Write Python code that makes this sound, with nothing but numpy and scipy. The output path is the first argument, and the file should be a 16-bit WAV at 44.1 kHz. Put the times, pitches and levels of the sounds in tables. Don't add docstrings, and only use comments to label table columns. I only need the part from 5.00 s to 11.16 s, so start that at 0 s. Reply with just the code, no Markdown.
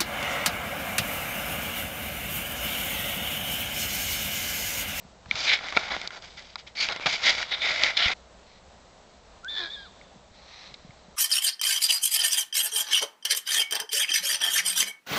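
import sys
import numpy as np
from scipy import signal
from scipy.fft import rfft, irfft
from scipy.io import wavfile

SR = 44100
rng = np.random.default_rng(int(sys.argv[2]) if len(sys.argv) > 2 else 0)


def materialize(psi):
    bounded = np.clip(np.atleast_2d(psi).T, -1, 1)
    quanta = np.round(bounded * 32767).astype(np.int16)
    wavfile.write(sys.argv[1], SR, quanta)


N = 271607
TIME = np.arange(N) / SR
HZ = np.fft.rfftfreq(N, 1 / SR)


def gain_of(db):
    return 10 ** (np.asarray(db) / 20)


def unit_rms(x):
    return x / np.sqrt(np.mean(x ** 2) + 1e-20)


def gain_at(spectrum, hz):
    f, db = np.transpose(spectrum)
    return gain_of(np.interp(np.log(hz + 1), np.log(f), db))


def coloured(x, gain):
    return unit_rms(irfft(rfft(x) * gain, N))


def wander(hz):
    return coloured(rng.standard_normal(N), 1 / (1 + (HZ / hz) ** 4))


def add(mix, start_s, sound):
    part = mix[round(start_s * SR):][:len(sound)]
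    part += sound[:len(part)]


def resonate(x, hz, width_hz):
    turn = np.exp(2j * np.pi * np.cumsum(hz) / SR)
    decay = np.exp(-np.pi * width_hz / SR)
    for _ in range(2):
        x = 2 * (turn * signal.lfilter([1 - decay], [1, -decay], x / turn)).real
    return x


# f/Hz, level/dB
AIR_SPECTRUM = [(12, -44), (20, -4), (65, -6), (153, -11), (183, -5.5), (290, -15), (623, -7),
                (1370, -16.5), (1560, -18), (1680, -18.5), (2590, -22), (4100, -20.5), (5030, -24),
                (7950, -26.5), (8800, -53), (11400, -58), (19400, -120)]

def air(murmur_db=-54.5, drone_db=-63.5, drone_hz=61.3, half_width_hz=7.6):
    murmur = coloured(rng.standard_normal(N), gain_at(AIR_SPECTRUM, HZ))
    murmur *= gain_of(0.91 * wander(hz=5.3))
    drone = coloured(rng.standard_normal(N), 1 / (1 + ((HZ - drone_hz) / half_width_hz) ** 2))
    return gain_of(murmur_db) * murmur + gain_of(drone_db) * drone


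# t/s, peak level/dB, f/Hz
BUMPS = [(0.049, -42, 176), (0.263, -40.5, 90), (0.285, -42, 160), (0.313, -38.5, 223), (0.343, -37, 110),
         (0.771, -42.5, 217), (0.967, -41, 199), (2.063, -37, 146), (3.059, -26, 66.5), (3.06, -37, 172),
         (5.158, -45.5, 196), (5.31, -48, 60), (5.715, -46.5, 160), (5.848, -39.5, 174),
         (5.893, -39.5, 130), (6.083, -45, 181)]

def bumps(rise_s=0.0033, sag=0.19, size=4096):
    out = np.zeros(N)
    age = np.arange(size) / SR / rise_s
    for start_s, db, hz in BUMPS:
        cycles = np.cumsum(hz * (1 + sag * (np.exp(-age / 2) - .5))) / SR
        add(out, start_s, gain_of(db) * age * np.exp(1 - age) * np.sin(2 * np.pi * cycles))
    return out


def slips(per_s, spread_db):
    size = gain_of(spread_db * np.minimum(rng.exponential(1, N), 4))
    return size * rng.standard_normal(N) * (rng.random(N) < per_s / SR)


def stroke(start_s, length_s, db, change_db, attack_s, release_s=0.014, arch_db=2):
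    t = np.maximum(TIME - start_s, 0)
    progress = np.minimum(t / length_s, 1)
    hold_db = db + change_db * (progress - .5) + arch_db * (np.sin(np.pi * progress) - 2 / np.pi)
    release = np.exp(-np.clip((t - length_s) / release_s, 0, 20))
    return np.minimum(t / attack_s, 1) * gain_of(hold_db) * release


# t/s, length/s, level/dB, change over the stroke/dB
BRUSHES = [(0.256, 0.07, -50, 12), (3.1, 0.17, -64, -9), (3.44, 0.15, -59, 0), (4.05, 0.34, -67, 0),
           (5.302, 0.42, -55, 3), (5.466, 0.21, -54, 5), (5.72, 0.44, -63.5, -9)]
# f/Hz, level/dB
BRUSH_SPECTRUM = [(290, -48), (500, -15), (556, -27), (672, -3.5), (1130, -4.5), (1260, -3), (1470, -10),
                  (2030, 1.5), (2990, -8), (4120, 4), (4590, -5.5), (5960, -7.5), (8500, -45), (11000, -92),
                  (18700, -120)]

def brushing():
    envelope = sum(stroke(*row, attack_s=0.053) for row in BRUSHES)
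    return envelope * coloured(slips(per_s=9000, spread_db=1.5), gain_at(BRUSH_SPECTRUM, HZ))


def muffled(x, hz):
    return signal.sosfilt(signal.butter(5, hz, fs=SR, output="sos"), x)


# f/Hz, width/Hz, level/dB
CASE_MODES = [(665, 160, -14.5), (1400, 87, 7.5), (2260, 276, 17.5), (3150, 320, 0), (3700, 730, 10),
              (4820, 360, 1), (6070, 900, -16.5)]

def case_response(hz):
    return sum(gain_of(db) * 1j * hz * width / (f * f - hz * hz + 1j * hz * width)
               for f, width, db in CASE_MODES)


# t/s, ring peak level/dB, favoured f/Hz, ringing share (0-1), contact/s, push against the ring/dB
KNOCKS = [ (0.259, -36, 890, 0.04, 0.004, -23), (0.3111, -10, 2300, 0.55, 0.0025, -20),
          (0.3118, -17, 3700, 0.4, 0.0008, -42), (0.589, -24, 1980, 0.35, 0.0032, -14),
          (0.685, -20.5, 2000, 0.01, 0.0043, -20), (0.692, -28, 6070, 0.6, 0.00051, -39),
          (0.724, -18, 1100, 0.16, 0.0038, -20), (0.767, -12.5, 3600, 0.8, 0.0014, 4),
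          (0.7712, -7, 1480, 0.2, 0.0036, 1), (0.7726, -12, 780, 0.15, 0.0028, -14),
          (0.836, -32, 1400, 0.04, 0.0012, -2), (0.905, -26, 1800, 0.3, 0.002, -16),
          (0.9656, -21.5, 700, 0.27, 0.0022, 6), (1.015, -22, 3500, 0.13, 0.0022, -3),
          (1.075, -16, 4300, 0.06, 0.0017, -11), (1.106, -27, 1600, 0.1, 0.0034, -16),
          (1.223, -31.5, 4000, 0.4, 0.002, -13), (1.5566, -22, 890, 0.34, 0.0035, -23),
          (1.557, -20, 3800, 0.37, 0.00093, -18), (1.8876, -13.5, 2700, 0.6, 0.0009, -38),
          (1.922, -19.5, 3300, 0.6, 0.0033, -14), (1.962, -23.5, 2300, 0.05, 0.0024, 3.5),
          (1.998, -34.5, 900, 0.4, 0.00087, 16), (2.0596, -13, 2000, 0.2, 0.006, 4),
          (2.0674, -12, 3400, 0.3, 0.005, -22), (2.07, -15.5, 700, 0.2, 0.0047, -12),
          (2.234, -25, 3000, 0.4, 0.002, -16), (2.428, -14.5, 2400, 0.01, 0.0033, -32),
          (2.836, -0.5, 3400, 0.7, 0.0006, -22), (2.865, -14, 2200, 0.9, 0.0016, -10),
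          (2.969, -11, 3500, 0.6, 0.0044, -23), (2.974, -8.5, 3300, 0.6, 0.0037, -27),
          (3.0825, -10.5, 2180, 0.8, 0.0032, -27), (4.4466, -29, 7200, 0.2, 0.000094, -40),
          (5.013, -39, 2050, 0.9, 0.0016, -18), (5.741, -32, 3900, 0.8, 0.0037, -35),
          (5.907, -41.5, 2080, 0.8, 0.0008, -20)]

def knocks(spot_q=2.4, chatter=0.34, push_s=0.00035, size=4096):
    out = np.zeros(N)
    t, hz = np.arange(size) / SR, np.fft.rfftfreq(size, 1 / SR)
    push = muffled((1 - t / push_s) * np.exp(-t / push_s), hz=4500)
    for start_s, db, spot_hz, ringing, contact_s, push_db in KNOCKS:
        force = (t == 0) + chatter * rng.standard_normal(size) * np.exp(-t / contact_s)
        spot = 1j * hz * spot_hz / (spot_q * (spot_hz ** 2 - hz ** 2) + 1j * hz * spot_hz)
        body = ringing * case_response(hz) + .5 * (1 - ringing)
        ring = muffled(irfft(rfft(force) * body * spot), hz=6300)
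        add(out, start_s, gain_of(db) * (ring / abs(ring).max() + gain_of(push_db) * push))
    return out


# t/s, length/s, ring level/dB, change over the stroke/dB,
# then, against the ring, drag/dB, scratch/dB, hollow/dB; last, hollow f/Hz
STROKES = [ (0.31, 0.15, -41.5, 8.5, 0, -4.5, -2, 2280), (0.346, 0.13, -37, 3, -6, 3, -1, 2270),
           (0.459, 0.088, -23, 2.5, -13.5, -11, 2, 2150), (0.55, 0.52, -45.5, 0.5, 2, -2.5, 2.5, 2150),
           (0.632, 0.04, -41, -3, -1, -10, -2, 2050), (0.745, 0.16, -43.5, -11, 2, -3.5, 3, 2230),
           (0.898, 0.052, -37, -3.5, 2.5, -5.5, 2.5, 2070), (1.111, 0.069, -50.5, 2, 4.5, 1.5, 0.5, 2150),
           (1.214, 0.066, -54, -2, 1, 2.5, 1, 2200), (1.27, 0.265, -56.5, 3.5, -7.5, -0.5, -2, 2190),
           (1.365, 0.036, -52, 2, -1.5, 0.5, 5, 2090), (1.574, 0.025, -49.5, 5.5, -7, -1.5, 0, 2130),
           (1.663, 0.023, -50, -1, -10, -3, 1, 2100), (1.749, 0.12, -38.5, 8, -6.5, -2.5, 2, 2260),
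           (1.797, 0.049, -33, 0, -14, 0, 4.5, 2340), (1.877, 0.054, -38, 0, 3, -5.5, 1.5, 2130),
           (1.94, 0.05, -44, -7, -1, -14, 0, 2090), (2.0, 0.055, -42, -4, -0.5, -4.5, 4, 2330),
           (2.054, 0.016, -29, 0, 3, -2, 0, 2300), (2.075, 0.09, -35, -1, -5, 0.5, 3.5, 2200),
           (2.17, 0.2634, -38, 4.5, -2.5, -1, 2.5, 2160), (2.229, 0.075, -25.5, 2.5, -9, -3, 3, 2090),
           (2.44, 0.52, -43, 3, -3, -7, -1.5, 2130), (2.508, 0.041, -31, -3, -9, -21, 0, 2080),
           (2.72, 0.11, -35, -1, -8, -5, 4, 2070), (2.608, 0.11, -31.5, 4, -6.5, -6.5, 4.5, 2140),
           (2.809, 0.093, -32.5, 0.5, -4, -2, 6.5, 2090), (2.962, 0.11, -25, -1, -12, -14, -2.5, 2160),
           (3.06, 0.074, -34.5, -3, -2.5, -3.5, 4.5, 2160)]
# f/Hz, level/dB
RING_SPECTRUM = [(900, -27), (1700, -9.5), (2650, -15.5), (2950, -2.5), (3150, -4.5), (3400, 0),
                 (3650, -0.5), (4000, -1.5), (4400, -10), (5200, -12.5), (6500, -31.5), (8500, -63.5)]
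DRAG_SPECTRUM = [(30, -9.5), (150, -10.5), (250, -11), (470, -7.5), (650, 1.5), (820, 0.5), (1180, -3.5),
                 (1400, 2.5), (1650, -2), (2100, -7.5), (3000, -23.5), (6000, -55.5)]
SCRATCH_SPECTRUM = [(1000, -15.5), (3000, -1), (4100, -2), (4750, 5.5), (5300, 0), (5800, -3.5), (6600, -6),
                    (7400, -13.5), (8300, -31.5), (9000, -50)]

def rubbing(waver=0.018, uneven_db=1.5, let_go_s=3.137):
    power = np.array([stroke(*row[:4], attack_s=0.011) ** 2 for row in STROKES])
    drag_db, scratch_db, hollow_db, hollow_hz = np.transpose(STROKES)[4:]
    pitch = hollow_hz @ power / (power.sum(0) + 1e-20)
    pitch *= 1 + waver * wander(hz=40)
    hollow = unit_rms(resonate(slips(per_s=7000, spread_db=0.5), pitch, width_hz=480))
    ring = coloured(slips(per_s=9000, spread_db=0.5), gain_at(RING_SPECTRUM, HZ))
    drag = coloured(slips(per_s=3000, spread_db=0.5), gain_at(DRAG_SPECTRUM, HZ))
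    scratch = coloured(slips(per_s=5400, spread_db=1), gain_at(SCRATCH_SPECTRUM, HZ))
    friction = np.sqrt(power.sum(0)) * ring
    for layer, db in (hollow, hollow_db), (drag, drag_db), (scratch, scratch_db):
        friction += np.sqrt(gain_of(db) ** 2 @ power) * layer
    return friction * gain_of(uneven_db * wander(hz=60)) * (TIME < let_go_s)


# t/s, length/s, f/Hz, width/Hz, level/dB
SLIDES = [(0.473, 0.11, 1740, 500, -33.5), (1.756, 0.11, 4520, 600, -30.5),
          (1.892, 0.045, 4000, 450, -38.5), (2.501, 0.067, 3700, 450, -30.5),
          (2.6, 0.057, 3580, 450, -31.5), (3.002, 0.082, 3150, 492, -26.5), (2.599, 0.4, 636, 109, -44),
          (2.621, 0.38, 1400, 200, -43), (2.964, 0.17, 1396, 200, -35.5), (2.966, 0.18, 690, 129, -44)]

def slides():
    out = np.zeros(N)
    for start_s, length_s, hz, width_hz, db in SLIDES:
        n = round(length_s * SR)
        whistle = unit_rms(resonate(rng.standard_normal(n), np.full(n, hz), width_hz))
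        add(out, start_s, gain_of(db) * whistle * np.sin(np.linspace(0, np.pi, n)))
    return out


# t/s, f/Hz
SQUEAL_PITCH = [(4.43, 1270), (4.452, 1480), (4.474, 1590), (4.491, 1780), (4.545, 1733), (4.59, 1760),
                (4.635, 1655), (4.69, 1653), (4.738, 1828), (4.768, 1662), (4.845, 1588), (4.895, 987)]
# t/s, level/dB
SQUEAL_EFFORT = [(4.43, -62), (4.447, -39), (4.495, -36.5), (4.535, -42.5), (4.58, -39), (4.67, -41.5),
                 (4.693, -47), (4.725, -42.5), (4.785, -46.5), (4.86, -52), (4.91, -70)]
# f/Hz, level/dB
THROAT = [(200, -24), (350, -14.5), (700, -13.5), (1050, -10), (1350, -12.5), (1680, -4), (2000, -15),
          (2400, -7), (2850, -33), (3300, -5), (3600, 5), (4050, -1.5), (4500, -7), (5100, -15.5),
          (6300, -23), (8000, -51)]

def squeal(break_hz=1684, break_width_hz=14, flutter_hz=115, flutter_depth=.55):
    hz = np.interp(TIME, *np.transpose(SQUEAL_PITCH))
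    effort = gain_of(np.interp(TIME, *np.transpose(SQUEAL_EFFORT), left=-140, right=-140))
    hoarse = np.clip((TIME - 4.476) / 0.04, .05, 1)
    strain = np.exp(-((TIME - 4.607) / 0.08) ** 4)
    tipped = .5 + .5 * np.tanh((hz - break_hz) / break_width_hz)
    fray = np.clip((TIME - 4.84) / 0.05, 0, 1)
    jitter = .007 + .022 * strain + .03 * fray
    pitch = hz * (1 + jitter * wander(hz=450))
    phase = 2 * np.pi * np.cumsum(pitch) / SR
    odd = np.sin(phase) + gain_of(-2) * hoarse * gain_at(THROAT, 3 * pitch) * np.sin(3 * phase)
    even = np.sin(2 * phase) + gain_of(-31) * np.sin(4 * phase)
    odd *= gain_of(-13.5 * tipped * (1 - strain))
    even *= gain_of(-7) * hoarse * (1 - fray) * (1 - tipped) + gain_of(4) * tipped
    even *= gain_of(2.4 * wander(hz=70))
    breath = coloured(rng.standard_normal(N), gain_at(THROAT, HZ))
    rasp = hoarse * gain_of(-3 + 5 * strain) * breath
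    flutter_rate = flutter_hz * (1 + 0.293 * wander(hz=50.2))
    flutter = 1 + flutter_depth * strain * np.sin(2 * np.pi * np.cumsum(flutter_rate) / SR)
    return effort * flutter * (np.sqrt(2) * (odd + even) + rasp)


def scrub_echo(call, echo_db=-17, t60_s=1.5, highpass_hz=2600):
    t = np.arange(SR) / SR
    tail = rng.standard_normal(SR) * gain_of(-60 * t / t60_s) * (t > .01)
    tail = signal.sosfilt(signal.butter(2, highpass_hz, "highpass", fs=SR, output="sos"), tail)
    return call + gain_of(echo_db) * signal.fftconvolve(call, tail / np.linalg.norm(tail))[:N]


def groan(start_s=4.55, length_s=0.145, db=-37.5, start_hz=468, rest_hz=305, sink_s=0.053):
    t = np.clip(TIME - start_s, 0, length_s)
    hz = rest_hz + (start_hz - rest_hz) * np.exp(-t / sink_s)
    hz *= 1 + .022 * wander(hz=200)
    phase = 2 * np.pi * np.cumsum(hz) / SR
    voice = sum(gain_at(THROAT, k * hz) / k ** 0.53 * np.cos(k * phase) for k in range(1, 14))
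    return gain_of(db) * np.sin(np.pi * t / length_s) ** 2 * unit_rms(voice)


def scene():
    ambience = air()
    handling = bumps() + brushing() + knocks() + rubbing() + slides()
    horse = scrub_echo(squeal() + groan())
    return (ambience + handling + horse)[None]


def record(dry, ceiling=.8, band_limit_hz=8800):
    rounded = dry / (1 + (dry / ceiling) ** 6) ** (1 / 6)
    lowpass = signal.firwin(201, band_limit_hz, window=("kaiser", 9), fs=SR)
    return signal.oaconvolve(rounded, lowpass[None], "same")


dry = scene()
out = record(dry)
materialize(out)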